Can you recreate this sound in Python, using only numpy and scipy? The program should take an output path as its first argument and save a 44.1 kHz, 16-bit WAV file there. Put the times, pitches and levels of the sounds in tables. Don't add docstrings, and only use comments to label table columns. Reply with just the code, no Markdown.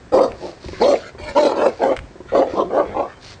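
import sys
import numpy as np
from scipy import signal
from scipy.fft import rfft, irfft, next_fast_len
from scipy.io import wavfile
from scipy.ndimage import uniform_filter1d, minimum_filter1d, map_coordinates

SR = 44100
rng = np.random.default_rng(int(sys.argv[2]) if len(sys.argv) > 2 else 0)


def put_to_file(sound):
    columns = np.atleast_2d(sound).T
    safe = np.clip(columns, -1, 1)
    whole_steps = np.round(safe * 32767)
    wavfile.write(sys.argv[1], SR, whole_steps.astype(np.int16))


N = 149940

# start, length, attack and release in seconds, level in dB, top pitch in Hz, its place
# from 0 to 1, pitch curvature, clear tone at start and end in dB, jaw resonance in Hz and dB, tongue
# resonance in Hz and dB, valley in Hz, mouth size factor, rasp and hiss in dB.
BARK_CALLS = [ (0.12, 0.1626, 0.024, 0.041, -10.5, 273.8, 0.49, 0.6, -6.5, -0.5, 707, 4.5, 1270, 8, 1560, 0.87, -30, -27),
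              (0.8, .172, 0.019, 0.032, -11.5, 292, 0.57, 1.35, -1.5, -1, 830, -5, 1120, 2, 1540, 0.975, -23, -22.5),
              (1.351, 0.2, 0.017, 0.092, -12, 300.6, .31, .85, 11, -14, 863, 9, 1358, 17, 1660, 0.967, -20.5, -20.5),
              (1.545, .172, 0.057, 0.029, -15, 306.2, 0.4, 1, -9, -2, 873, 5, 1370, 9, 1730, 0.893, -19.5, -28),
              (1.792, 0.16, 0.039, 0.024, -16, 274.1, 0.58, .6, -9, -7.5, 845, 5, 1540, 9, 1900, 0.93, -21, -32),
              (2.321, 0.15, 0.036, 0.068, -11, 275.3, 0.36, 0.47, 0, -10.5, 863, 4.5, 1080, 1, 1630, 0.95, -26, -32.5),
              (2.549, 0.1052, 0.027, 0.033, -15, 217.4, 0.6, 0.647, -9, -8.5, 1007, 4.5, 1220, 1, 1750, 1.2, -36.5, -27),
              (2.702, .144, 0.067, 0.044, -12.5, 289.7, 0.65, .9, -2.5, -3.5, 858, 7, 1160, 8, 1880, 0.92, -26, -37.5),
              (2.943, 0.13, 0.029, 0.047, -18.5, 278.1, 0.54, .4, -6, -9.5, 830, 20.5, 1110, 13, 1960, 1.1, -23.5, -32.5)]
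# start, length, attack and release in seconds, level in dB, top pitch in Hz, clear
# tone and jaw resonance in dB, mouth size factor, rasp and hiss in dB.
GROWL_CALLS = [ (0.266, 0.12, 0.011, 0.041, -35, 195, -12, -2, 0.89, -18.5, -22.5),
               (0.384, 0.15, 0.05, 0.066, -28, 180.3, -4.5, 3.5, 0.81, -27, -26),
               (0.727, 0.093, 0.01, 0.0033, -41, 183.6, 0, 4, 2.1, -3.5, -0.5),
               (0.97, .145, 0.0037, 0.021, -43, 198.7, -19, -9, 0.94, 0.5, -6),
               (1.183, 0.16, 0.18, 0.044, -26, 305.4, 0, 9, 0.925, -5, -11),
               (2.263, 0.19, 0.036, 0.017, -52.5, 200.6, -21.5, 13, 1.1, 11.5, -1),
               (2.465, 0.12, 0.005, 0.031, -31.5, 268.1, -12, -16.5, 1.19, -12, -21),
               (2.643, 0.1, 0.0036, 0.063, -29, 187, 13, -17, 0.59, -31.5, -53),
               (2.823, 0.15, 0.0102, 0.039, -31, 207.6, -3, 4, 1.223, -13, -24.5),
               (3.071, 0.11, 0.022, 0.069, -52, 202.6, -23, 24, 1.3, 8, 1)]
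# time in seconds, gain in dB.
THROAT_JOLTS = [(0.185, -3), (0.203, -9), (.228, -8.5), (0.854, -1), (0.876, -4), (0.887, 1), (1.384, 6.5),
                (1.421, -6.5), (1.447, -2.5), (1.618, 2), (1.667, 10), (1.839, 8), (1.922, 3), (3.02, -6)]
# harmonic number, level in dB.
CLEAR_HARMONICS = [(1, -8), (2, -0.5), (3, -20), (4, -27.5), (5, -30)]
# centre and bandwidth in Hz, gain in dB.
RASP_FORMANTS = [(1413, 500, 9), (2105, 560, 7.5), (2804, 440, -2)]
HISS_FORMANTS = [(3270, 440, 1.5), (4080, 740, 8), (5830, 2000, -3.5), (7040, 1100, -12)]
# start in seconds, centre in Hz, level in dB.
AIR_SPURTS = [(.183, 2100, -35.5), (.811, 4450, -29.5), (.831, 3650, -27.5), (0.904, 2280, -35),
              (.95, 2300, -34), (1.364, 2810, -29.5), (1.467, 4060, -35), (1.65, 2280, -39)]
# start and length in seconds, pitch in Hz,
# level in dB.
OPENING_YELPS = [(0.812, 0.023, 849, -15), (1.36, 0.028, 957, -13.5)]
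# frequency in Hz, level in dB, time to decay 60 dB in seconds.
THROAT_MODES = [(371, 5, 0.053), (520, -1, .035), (955, -7, 0.045)]
# start in seconds, relative level in dB.
TOOTH_SNAPS = [(.319, -31.5), (.483, -42), (.684, -33.5), (1.965, -21.5), (1.972, -30), (1.990, -24)]
LONE_PULSES = [(.643, -29), (.686, -24.5), (.731, -26.5), (1.149, -32.5), (1.197, -29.5), (2.109, -37.5),
               (2.156, -34), (2.204, -28), (2.255, -36), (2.537, -17.5)]
# start, length, attack and release in seconds, level in dB.
DULL_THUMPS = [(.128, 0.055, 0.014, 0.022, -32), (.27, 0.12, 0.02, 0.12, -32.5), (.62, 0.2, .07, 0.14, -31),
               (1.19, 0.16, .035, 0.029, -36.5), (1.965, 0.12, 0.0093, 0.093, -30.5),
               (2.26, 0.32, 0.032, 0.26, -42.5), (2.85, 0.14, 0.015, 0.031, -38)]
PAW_SCUFFS = [(.34, 0.26, 0.095, 0.11, -44), (.60, 0.48, 0.032, 0.09, -43.5),
              (1.19, 0.18, 0.2, 0.02, -44.5), (1.66, 0.32, 0.036, 0.14, -49),
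              (2.49, 0.16, 0.013, 0.052, -47.5), (3.20, 0.17, 0.046, 0.036, -41.5)]
# frequency in Hz, relative level in dB.
AIR_SPECTRUM = [(76, -20.5), (130, 1), (547, -3), (1300, -12), (1670, -10.5), (2950, -21), (4930, -22),
                (8240, -28.5), (9000, -38.5)]
THROAT_SPECTRUM = [(60, -47.5), (150, -22), (230, -7.5), (320, 2), (400, 1), (540, 4.5), (680, 0),
                   (850, -11), (1100, -15), (1450, -32.5), (1800, -38.5), (3500, -78)]
THUMP_SPECTRUM = [(20, -18), (40, 2.5), (80, 4.5), (130, -1.5), (250, -25.5), (800, -47.5)]
SNAP_SPECTRUM = [(300, -25), (1100, 8.5), (1900, 14), (2900, 10.5), (4200, -1.5), (8000, -6.5)]
SNOW_SPECTRUM = [(300, -9.5), (1000, -2.5), (2000, -1), (3200, -5.5), (4500, 1.5), (5800, -5.5),
                 (8500, -20)]
ECHO_SPECTRUM = [(200, -5.5), (1200, 6.5), (4000, 5.5), (9000, -19.0)]
# frequency in Hz, share of the full depth.
RIPPLE_SHARES = [(550, 0.018), (1000, 1)]

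JITTER_CYCLES, PITCH_DRIFT, SHIMMER_DB = .11, .02, 5
AIR_SHARE = .42
FLAP_HZ, FLAP_DEPTH = 37.5, 0.07
PEAK_WIDTH_HZ, VALLEY_WIDTH_HZ, VALLEY_DB = 74, 84, 5


def amp(db):
    return 10 ** (np.asarray(db) / 20)


def unit(x):
    return x / np.sqrt(np.mean(x ** 2) + 1e-20)


def along(points, hz):
    freqs, values = np.transpose(points)
    return np.interp(np.log(hz + 1), np.log(freqs + 1), values)


def bell(x, centre, width):
    return np.exp(-((x - centre) / width) ** 2 / 2)


def wobble(rate, n):
    return map_coordinates(rng.standard_normal(2048), [np.arange(n) * rate / SR], mode="wrap")


def coloured(x, gain):
    size = 2 * next_fast_len(len(x))
    hz = np.fft.rfftfreq(size, 1 / SR)
    cepstrum = irfft(np.log(np.maximum(gain(hz), 1e-6)))
    cepstrum[1:size // 2] *= 2
    cepstrum[size // 2 + 1:] = 0
    return irfft(rfft(x, size) * np.exp(rfft(cepstrum)))[:len(x)]


def noise(spectrum, n):
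    return unit(coloured(rng.standard_normal(N)[:n], lambda hz: amp(along(spectrum, hz))))


def resonances(formants, hz):
    return sum(amp(db) * (hz * width) ** 2 / ((centre ** 2 - hz ** 2) ** 2 + (hz * width) ** 2)
               for centre, width, db in formants)


def envelope(length, attack, release, rise_db=13.5, fade_db=14.5):
    t = np.arange(int((length + release) * SR)) / SR
    rise = np.maximum(1 - t / attack, 0)
    fade = np.maximum((t - length) / release + 1, 0)
    return t, amp(-rise_db * rise - fade_db * fade)


def add(track, start, x):
    i = max(round(start * SR), 0)
    track[i:i + len(x)] += x[:max(N - i, 0)]


def background(air_db=-46, rumble_db=-47.5):
    air = amp(air_db) * noise(AIR_SPECTRUM, N)
    return air + amp(rumble_db + 1.5 * wobble(7.7, N)) * noise(THUMP_SPECTRUM, N)


def lips(x, depth_db=10, spacing_hz=172.1, shape_s=0.054):
    out = np.zeros(len(x))
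    place = np.arange(len(x)) / SR / shape_s
    for shape, knots in enumerate(rng.standard_normal((8, 1024))):
        weight = np.maximum(1 - np.abs(place - shape), 0)
        if weight.any():
            ripple = lambda hz: np.tanh(2 * map_coordinates(knots, [hz / spacing_hz]))
            out += weight * coloured(x, lambda hz: amp(depth_db * ripple(hz) * along(RIPPLE_SHARES, hz)))
    return out


def fold_pulses(cycles):
    n = len(cycles)
    jitter, shimmer = rng.standard_normal((128, 2))[:int(cycles[-1])].T
    closures = np.interp(np.arange(len(jitter)) + JITTER_CYCLES * jitter, cycles, np.arange(n))
    return unit(np.bincount(closures.astype(int), amp(SHIMMER_DB * shimmer), n))


def call(length, attack, release, db, top_hz, top_at, arch, clear_db, clear_end_db,
         jaw_hz, jaw_db, tongue_hz, tongue_db, valley_hz, mouth, rasp_db, hiss_db):
    t, env = envelope(length, attack, release)
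    n, progress = len(t), np.minimum(t / length, 1)
    pitch = top_hz * np.exp(-arch * (progress - top_at) ** 2 + PITCH_DRIFT * wobble(90, n))
    cycles = np.cumsum(pitch) / SR
    pulses = fold_pulses(cycles)
    flap = 1 + FLAP_DEPTH * np.sin(2 * np.pi * FLAP_HZ * t + wobble(28.9, n))
    air = unit(rng.standard_normal(SR)[:n] * np.exp(0.5 * np.cos(2 * np.pi * cycles)))
    source = lips(flap * (np.sqrt(1 - AIR_SHARE) * pulses + np.sqrt(AIR_SHARE) * air))
    source = coloured(source, lambda hz: amp(-VALLEY_DB * bell(hz, valley_hz, VALLEY_WIDTH_HZ)))
    peaks_db = lambda hz: (jaw_db * bell(hz, jaw_hz, PEAK_WIDTH_HZ)
                           + tongue_db * bell(hz, tongue_hz, PEAK_WIDTH_HZ))
    throat = unit(coloured(source, lambda hz: amp(along(THROAT_SPECTRUM, hz) + peaks_db(hz))))
    tone = unit(flap * sum(amp(level + peaks_db(k * pitch)) * np.sin(2 * np.pi * k * cycles)
                           for k, level in CLEAR_HARMONICS))
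    clear = amp(clear_db + (clear_end_db - clear_db) * progress)
    voice = (throat + clear * tone) / np.hypot(1, clear)
    rasp = coloured(source, lambda hz: resonances(RASP_FORMANTS, hz * mouth))
    rasp = unit(rasp * amp(1.2 * wobble(67.4, n)))
    breath = lips(flap * air * amp(2.6 * wobble(47.8, n)))
    hiss = unit(coloured(breath, lambda hz: resonances(HISS_FORMANTS, hz * mouth)))
    return amp(db) * env * (voice + amp(rasp_db) * rasp + amp(hiss_db) * hiss)


def dogs():
    out = np.zeros(N)
    for start, *row in BARK_CALLS:
        add(out, start, call(*row))
    for start, *row in GROWL_CALLS:
        add(out, start, growl(*row))
    for start, *row in OPENING_YELPS:
        add(out, start, yelp(*row))
    t = np.arange(N) / SR
    out *= amp(sum(db * bell(t, time, width=.0033) for time, db in THROAT_JOLTS))
    for start, *row in AIR_SPURTS:
        add(out, start, spurt(*row))
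    return out


def yard_echo(x, t60=0.38, db=-22):
    t = np.arange(SR // 2) / SR
    tail = noise(ECHO_SPECTRUM, len(t)) * amp(-60 * t / t60)
    return amp(db) * signal.fftconvolve(x, tail / np.linalg.norm(tail))[:N]


def contact_noise(contacts, spectrum, grain_db):
    out = np.zeros(N)
    for start, length, attack, release, db in contacts:
        t, env = envelope(length, attack, release)
        grains = noise(spectrum, len(t)) * amp(grain_db * wobble(600, len(t)))
        add(out, start, amp(db) * env * unit(grains))
    return out


def thumps():
    return contact_noise(DULL_THUMPS, THUMP_SPECTRUM, grain_db=5.5)


def spurt(centre_hz, db, length=.022, width_share=0.2):
    t, env = envelope(length, length / 3, length / 3)
    air = rng.standard_normal(len(t)) * amp(3.6 * wobble(600, len(t)))
    whistle = coloured(air, lambda hz: resonances([(centre_hz, centre_hz * width_share, 0)], hz))
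    return amp(db) * env * unit(whistle)


def growl(length, attack, release, db, top_hz, clear_db, jaw_db, mouth, rasp_db, hiss_db):
    return call(length, attack, release, db, top_hz, top_at=.56, arch=.55,
                clear_db=clear_db, clear_end_db=clear_db, jaw_hz=920, jaw_db=jaw_db, tongue_hz=0,
                tongue_db=0, valley_hz=1584, mouth=mouth, rasp_db=rasp_db, hiss_db=hiss_db)


def tooth_snaps(t60=0.019):
    out, t = np.zeros(N), np.arange(SR // 10) / SR
    for start, db in TOOTH_SNAPS:
        burst = rng.standard_normal(len(t)) * amp(-60 * t / t60)
        click = coloured(burst, lambda hz: amp(along(SNAP_SPECTRUM, hz)))
        add(out, start, 2 * amp(db) * click / np.abs(click).max())
    return out


def paw_scuffs():
    return contact_noise(PAW_SCUFFS, SNOW_SPECTRUM, grain_db=2.5)


def grunts(attack_s=0.0007, detune=0.051):
    out, t = np.zeros(N), np.arange(SR // 10) / SR
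    for start, db in LONE_PULSES:
        stretches = np.exp(detune * rng.standard_normal(len(THROAT_MODES)))
        ring = sum(amp(level - 60 * t / t60) * np.sin(2 * np.pi * hz * stretch * t)
                   for (hz, level, t60), stretch in zip(THROAT_MODES, stretches))
        add(out, start, amp(db) * ring * (1 - np.exp(-t / attack_s)))
    return out


def yelp(length, hz, db, rise=0.13, waver=0.016):
    t, env = envelope(length, length / 3, length / 3)
    pitch = hz * (1 + rise * (t / length - .5) + waver * wobble(520, len(t)))
    return amp(db) * env * unit(np.sin(2 * np.pi * np.cumsum(pitch) / SR))


def scene():
    direct = dogs() + grunts() + tooth_snaps() + paw_scuffs()
    return (direct + yard_echo(direct) + thumps() + background())[None]


def record(dry, ceiling=0.66, hold_s=0.0025, top_hz=9200):
    hold = int(hold_s * SR)
    needed_gain = ceiling / np.maximum(np.abs(dry), ceiling)
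    gain = uniform_filter1d(minimum_filter1d(needed_gain, hold), hold)
    size = next_fast_len(N + SR // 2)
    passband = np.fft.rfftfreq(size, 1 / SR) < top_hz
    return irfft(rfft(dry * gain, size) * passband, size)[:, :N]


dry = scene()
out = record(dry)
put_to_file(out)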